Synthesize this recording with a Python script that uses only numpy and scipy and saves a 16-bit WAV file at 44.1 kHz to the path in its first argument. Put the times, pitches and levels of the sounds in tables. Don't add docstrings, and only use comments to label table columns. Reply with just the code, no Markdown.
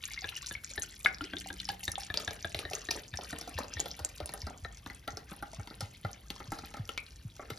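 import sys
import numpy as np
from scipy import signal
from scipy.fft import rfft, irfft, next_fast_len
from scipy.io import wavfile
from scipy.ndimage import map_coordinates

SR = 44100
rng = np.random.default_rng(int(sys.argv[2]) if len(sys.argv) > 2 else 0)


def master_out(mix):
    frames = np.transpose(np.atleast_2d(mix))
    ceiling = np.clip(frames, -1, 1)
    pcm = np.round(ceiling * 32767).astype(np.int16)
    wavfile.write(sys.argv[1], SR, pcm)


N = 334278


def amp(db):
    return 10 ** (np.asarray(db) / 20)


def unit(x):
    return x / np.sqrt(np.mean(x ** 2) + 1e-20)


def along(points, hz):
    f, v = np.transpose(points)
    return np.interp(np.log(hz + 1), np.log(f + 1), v)


def curves(rows):
    s, *cols = np.transpose(rows)
    return [np.interp(np.arange(N) / SR, s, c) for c in cols]


def filtered(x, response):
    m = next_fast_len(N + SR // 2)
    hz = np.fft.rfftfreq(m, 1 / SR)
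    return irfft(rfft(x, m) * response(hz), m)[..., :N]


def coloured(x, spectrum):
    return unit(filtered(x, lambda hz: amp(along(spectrum, hz))))


def placed(sounds):
    track = np.zeros(N + SR)
    for s, sound in sounds:
        track[max(round(s * SR), 0):][:len(sound)] += sound
    return track[:N]


def fade(t60, attack, size=SR // 3):
    t = np.arange(size) / SR
    shape = (1 - np.exp(-(t / attack) ** 2)) * amp(-60 * t / t60)
    return shape / (shape.max(axis=-1, keepdims=True) + 1e-12)


def ring(hz, t60, rise, swell, size=SR // 3):
    pitch = hz * (1 + rise * np.minimum(np.arange(size) / SR / t60, 1))
    wave = np.sin(2 * np.pi * np.cumsum(pitch, axis=-1) / SR)
    return fade(t60, swell / hz, size) * wave


CLUMP_S = 0.022


def bubbles(rate, centre_hz, spread, cycles, scatter_db, rise, size=1500, count=1):
    when, pitch, life, strength, depth, lag = rng.random((int(rate * N / SR), 6)).T
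    detune = np.exp(spread * np.log((pitch + 1e-6) / (1 - pitch)))
    hz = np.clip(centre_hz * detune, 150, 14000)[:, None]
    gain = amp(-scatter_db * np.log(np.maximum(strength, .04)))[:, None]
    t60 = np.minimum(cycles * np.exp(2 * life[:, None] - 1) / hz, size / SR)
    clump = np.arange(len(when)) // count
    start = when[clump] * N + CLUMP_S * SR * lag ** 2
    index = start.astype(int)[:, None] + np.arange(size)
    sound = gain * ring(hz, t60, 2 * rise * depth[:, None], 1.65, size)
    return unit(np.bincount(index.ravel(), sound.ravel(), N)[:N])


def wobble(rate):
    knots = rng.standard_normal(int(N * rate / SR) + 4)
    return map_coordinates(knots, [np.arange(N) * rate / SR])


# (time [s], relative level [dB])
POUR = [(0, -49.5), (2.6, -51.5), (4.1, -53.5), (7.5, -54)]
# (frequency [Hz], relative level [dB])
SPRAY = [(900, -30), (2000, -6.5), (4500, 2), (7000, 2), (12000, 0.5), (15000, -10.5)]


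def stream(foam):
    flow = amp(curves(POUR)[0] + 2.96 * wobble(28))
    tinkle = bubbles(rate=650, centre_hz=3000, spread=.23, cycles=25, scatter_db=4.2, rise=.05,
                     size=1000, count=7)
    ticks = bubbles(rate=170, centre_hz=7000, spread=.3, cycles=5, scatter_db=5.8, rise=.08,
                    size=300, count=3)
    droplets = coloured(ticks + amp(-16) * rng.standard_normal(N), SPRAY)
    return flow * (amp(-5 - 6.5 * foam) * tinkle + amp(0.5 - 9.1 * foam) * droplets)


CAVITY_HZ = [337, 465, 621, 733, 829]


def cavity(splash):
    air = sum(ring(hz, 0.12, 0, 0.1) for hz in CAVITY_HZ)
    strongest = np.abs(rfft(air)).max()
    return signal.fftconvolve(splash, air / strongest)[:N]


def counter(x, size=SR // 4):
    def scatter():
        paths = rng.standard_normal(SR // 3) * fade(0.036, 0.00057)
        return paths / np.linalg.norm(paths)
    return placed((i / SR, signal.fftconvolve(x[i:i + size], scatter())) for i in range(0, N, size))


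# (frequency [Hz], decay time [s])
KITCHEN = [(150, 0.86), (1500, 0.31), (7000, 0.065)]


def kitchen(x):
    hz, t, z = signal.stft(rng.standard_normal(SR // 2), SR, nperseg=256)
    decay = amp(-60 * t / along(KITCHEN, hz)[:, None])
    tail = signal.istft(z * decay, SR, nperseg=256)[1]
    delayed = np.pad(tail, (SR // 150, 0))
    return signal.fftconvolve(x, delayed / np.linalg.norm(tail))[:N]


# (frequency [Hz], relative level [dB])
FIZZ = [(500, -15), (1500, -19.5), (4500, 1.5), (12000, -5.5), (14500, -6)]


def fizz(foam):
    bursts = bubbles(rate=1500, centre_hz=6000, spread=.45, cycles=5, scatter_db=6, rise=0, size=120)
    crackle = amp(-77) * foam * coloured(bursts, FIZZ)
    hiss = amp(-77) * coloured(rng.standard_normal(N), FIZZ)
    return crackle + hiss


# (time [s], level [dB], approximate starting note [Hz])
PLINKS = [(0.176, -32, 2110), (0.222, -48.5, 754), (0.363, -32.5, 2880), (0.552, -29.5, 2205),
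          (0.8216, -21.5, 6400), (1.368, -25.5, 3600), (1.46, -38, 756), (1.6533, -27, 5260),
          (1.69, -31, 790), (1.9175, -22, 9900), (1.9557, -23.5, 3440), (1.979, -30.5, 794),
          (2.1737, -13, 4720), (2.752, -19, 6400), (2.9077, -19.5, 4800), (3.173, -22.5, 5630),
          (3.7378, -24, 5780), (3.8019, -12, 6940), (4.0487, -13, 7330), (4.259, -21, 9400),
          (4.3386, -22, 10700), (4.506, -37, 753), (5.533, -39.5, 678)]
# (time [s], level [dB])
BLOOPS = [(1.21, -39.5), (1.334, -42.5), (1.505, -47)]
BLOOP_HZ, BLOOP_S, BLOOP_RISE = 270.6, 0.054, 0.83


def plinks():
    cycles = lambda s: np.interp(s, [.3, 2], [90, 28])
    small = placed((s, amp(db) * ring(hz * 0.99, cycles(s) / hz, 0.1, 0.47)) for s, db, hz in PLINKS)
    age = np.linspace(0, 1, int(BLOOP_S * SR))
    climb = np.cumsum(1 + BLOOP_RISE * age ** 2)
    bloop = (1 - age ** 2) * np.sin(2 * np.pi * BLOOP_HZ * climb / SR)
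    big = placed((s, amp(db) * bloop) for s, db in BLOOPS)
    return small + big


# (time [s], relative level [dB], starting note of the neck [Hz])
POPS = [(0.2432, -33, 1680), (0.5111, -35.5, 1690), (0.778, -32.5, 1770), (1.2089, -34.5, 1390),
        (1.335, -34.5, 1570), (1.503, -37, 1624), (1.699, -37.5, 1680), (1.8795, -28.5, 1768),
        (2.1014, -34.5, 1720), (2.278, -29.5, 1670), (2.4462, -30.5, 1645), (2.652, -34.5, 1820),
        (2.8877, -32.5, 1815), (3.139, -36, 1740), (3.329, -38, 1800), (3.5781, -38.5, 1800),
        (3.7687, -39, 1820), (4.6482, -35.5, 1810), (4.9, -40, 1996)]


def neck():
    def pop(db, hz):
        overtone = amp(16.5 + 0.54 * db) * ring(hz * 2.144, 0.012, 0, 0.87)
        column = ring(hz, 0.04, 0.01, 0.06) + overtone
        hollow = amp(-14) * ring(337, 0.043, 0, 0.28) + amp(-11.5) * ring(85, 0.038, 0, 0.83)
        return amp(db) * (column + hollow)
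    return amp(4) * placed((s, pop(db, hz)) for s, db, hz in POPS)


# (time [s], relative plop level [dB], relative spray level [dB])
SPLATS = [(1.048, -43.5, -37.5), (1.689, -45.5, -38), (2.141, -44.5, -35.5), (2.174, -44, -52),
          (2.198, -60, -42.5), (2.308, -47, -47), (2.546, -43.5, -38), (2.59, -44, -42), (2.712, -45, -51),
          (2.733, -44.5, -38.5), (2.76, -60, -59), (2.91, -43, -30), (2.953, -43.5, -67), (3.188, -43, -62),
          (3.327, -43.5, -61), (3.412, -50.5, -39.5), (3.475, -46, -50), (3.586, -38, -38.5),
          (3.632, -65, -57), (3.795, -43.5, -41), (3.857, -44.5, -42.5), (3.991, -46.5, -42.5),
          (4.044, -52.5, -63), (4.202, -43, -50), (4.292, -49.5, -46.5), (4.337, -44, -48),
          (4.468, -43.5, -48), (4.861, -47.5, -50), (5.077, -42.5, -43.5), (5.171, -50, -49.5),
          (5.315, -50, -58), (5.425, -46.5, -47.5), (5.595, -52.5, -72), (5.673, -53.5, -48),
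          (5.708, -56.5, -74), (5.807, -45.5, -37), (6.048, -42.5, -53), (6.303, -48.5, -42),
          (6.402, -48.5, -61), (6.519, -40.5, -35.5), (6.587, -54, -50), (6.634, -53, -80),
          (6.71, -61, -52), (6.74, -50, -51), (6.769, -53, -51.5), (6.891, -51, -42.5), (7.394, -48, -65),
          (7.423, -52.5, -73), (7.502, -47.5, -41)]
# (frequency [Hz], relative level [dB])
PLOP_OPEN = [(90, -32.5), (170, 13), (240, -4.5), (470, 7.5), (820, 7.5), (1050, -8), (1800, -7.5),
             (3000, -24.5)]
# (frequency [Hz], relative level [dB])
PLOP_FOAMY = [(430, 7), (560, -21), (800, 15), (1050, -9.5), (1320, 13.5), (1600, -5.5), (2100, 1.5),
              (3200, -65)]


def splats(foam):
    open_wine, foamy, spray = rng.standard_normal((3, N))
    open_slosh = np.sqrt(1 - foam) * coloured(open_wine, PLOP_OPEN)
    slosh = open_slosh + np.sqrt(foam) * coloured(foamy, PLOP_FOAMY)
    wet = SPLATS + [(s, db - 13, hz) for s, db, hz in POPS]
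    slap = placed((s, amp(db) * fade(0.05, 0.002)) for s, db, _ in wet)
    burst = fade(0.015, 0.00024) + amp(-25) * fade(0.24, 0.015)
    crack = placed((s, amp(db) * burst) for s, _, db in SPLATS)
    crater_hz = lambda: 740 * np.exp(0.18 * rng.normal())
    crater = placed((s, amp(db) * ring(crater_hz(), 0.021, -0.31, 0.96)) for s, db, _ in SPLATS)
    trail = placed((s, amp(db) * fade(0.27, 0.012)) for s, db, _ in SPLATS)

    gurgle = bubbles(rate=300, centre_hz=560, spread=.27, cycles=11, scatter_db=2.8, rise=.08)
    pips = bubbles(rate=200, centre_hz=1600, spread=.15, cycles=16, scatter_db=4, rise=-.05)
    grains = bubbles(rate=1100, centre_hz=4000, spread=.2, cycles=12, scatter_db=4, rise=.05, size=400)
    wake = trail * (amp(-8.5 - 5.4 * foam) * gurgle + amp(-13) * pips)
    plop = amp(2 + 7.1 * foam) * slap * slosh
    shower = amp(9) * crack * coloured(spray / 2 + grains, SPRAY)
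    return plop + shower + amp(7.5 - 1.3 * foam) * crater + wake


# (frequency [Hz], relative level [dB], time to die by 60 dB [s])
WALL = [(760, -25.5, 0.24), (1480, -12, 0.11), (1670, 0, 0.019), (2162, 3.5, 0.018), (3750, -19, 0.035)]
TAP_S, TAP_DB = 1.0596, -14


def tap():
    wall = sum(amp(db) * ring(hz, t60, 0, 1.0) for hz, db, t60 in WALL)
    return placed([(TAP_S, amp(TAP_DB) * wall)])


# (time [s], relative level [dB])
GULPS = [(2.553, -45), (3.129, -39), (3.548, -39.5), (3.756, -40.5), (4.003, -43.5), (4.217, -41),
         (4.429, -38), (4.622, -42), (5.129, -45), (5.583, -37.5), (5.821, -37), (6.043, -33.5),
         (6.479, -42), (6.793, -34.5), (7.248, -38), (7.512, -43)]
# (time [s], frequency [Hz])
POCKET = [(2.6, 83.4), (4.8, 71), (5.2, 90.7), (7.5, 103.5)]
GULP_DROP, GULP_DROP_S = 2.08, 0.0049
HUM_S, HUM_DB, HUM_HZ = 1.1, -55.5, 184.3


def bottle():
    drop = 1 + GULP_DROP * np.exp(-np.arange(SR // 3) / SR / GULP_DROP_S)
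    boom = lambda hz: fade(9 / hz, 1 / hz) * np.sin(2 * np.pi * hz * np.cumsum(drop) / SR)
    pocket_hz = lambda s: np.interp(s, *np.transpose(POCKET))
    gulps = amp(4.5) * placed((s, amp(db) * boom(pocket_hz(s))) for s, db in GULPS)
    hum = amp(HUM_DB) * ring(HUM_HZ, 3.2, 0, 70, size=2 * SR)
    return gulps + placed([(HUM_S, hum)])


BLISTER_S, BLISTER_DB, BLISTER_HZ = 6.9772, -27.5, 2330


def blister():
    snap = amp(12.5) * ring(3100, 0.00082, 0, 0.14) + amp(-14.5) * ring(1470, 0.018, 0, 1)
    unsteady = .15 + .5 * wobble(420)[:SR // 3]
    tone = ring(BLISTER_HZ, 0.11, 0.1, 2) * unsteady
    return placed([(BLISTER_S, amp(BLISTER_DB) * (snap + tone))])


# (time [s], share of the surface)
FOAM = [(3.8, 0.14), (4.9, 1)]
# (frequency [Hz], relative level [dB])
RUMBLE = [(24, -33), (50, 7), (110, -4), (600, -27), (8000, -37.5)]
# (frequency [Hz], relative level [dB])
PORT_SPREAD = [(250, -10.5), (650, 0.5)]
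# (frequency [Hz], left minus right [dB])
PORT_BALANCE = [(500, .3), (780, -2), (1200, 4), (2400, 4), (8000, -.5)]
# (frequency [Hz], lead of the left [radians])
PORT_LEAD = [(300, 0), (800, .5), (1500, -.4), (2300, .6), (5100, .7), (6200, -.6), (8100, -3.14),
             (15000, -9.4)]


def scene():
    foam = np.clip(curves(FOAM)[0], 0, 1)
    splash = splats(foam) + stream(foam)
    pour = neck() + plinks() + splash + amp(-5) * cavity(splash) + tap() + blister() + fizz(foam)
    mid = pour + bottle() + amp(-6) * counter(pour) + amp(-15) * kitchen(pour)
    mid = mid + amp(-55) * coloured(rng.standard_normal(N), RUMBLE)
    reflections = amp(-16.5) * kitchen(pour) + amp(-14) * counter(pour)
    side = filtered(reflections, lambda hz: amp(along(PORT_SPREAD, hz)))
    sides = np.array([[1], [-1]])

    def ports(hz):
        level = amp(sides * along(PORT_BALANCE, hz) / 2)
        return level * np.exp(.5j * sides * along(PORT_LEAD, hz))
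    return filtered(mid + sides * side, ports)


TOP_HZ = 16800


def record(dry):
    return filtered(dry, lambda hz: hz < TOP_HZ)


dry = scene()
out = record(dry)
master_out(out)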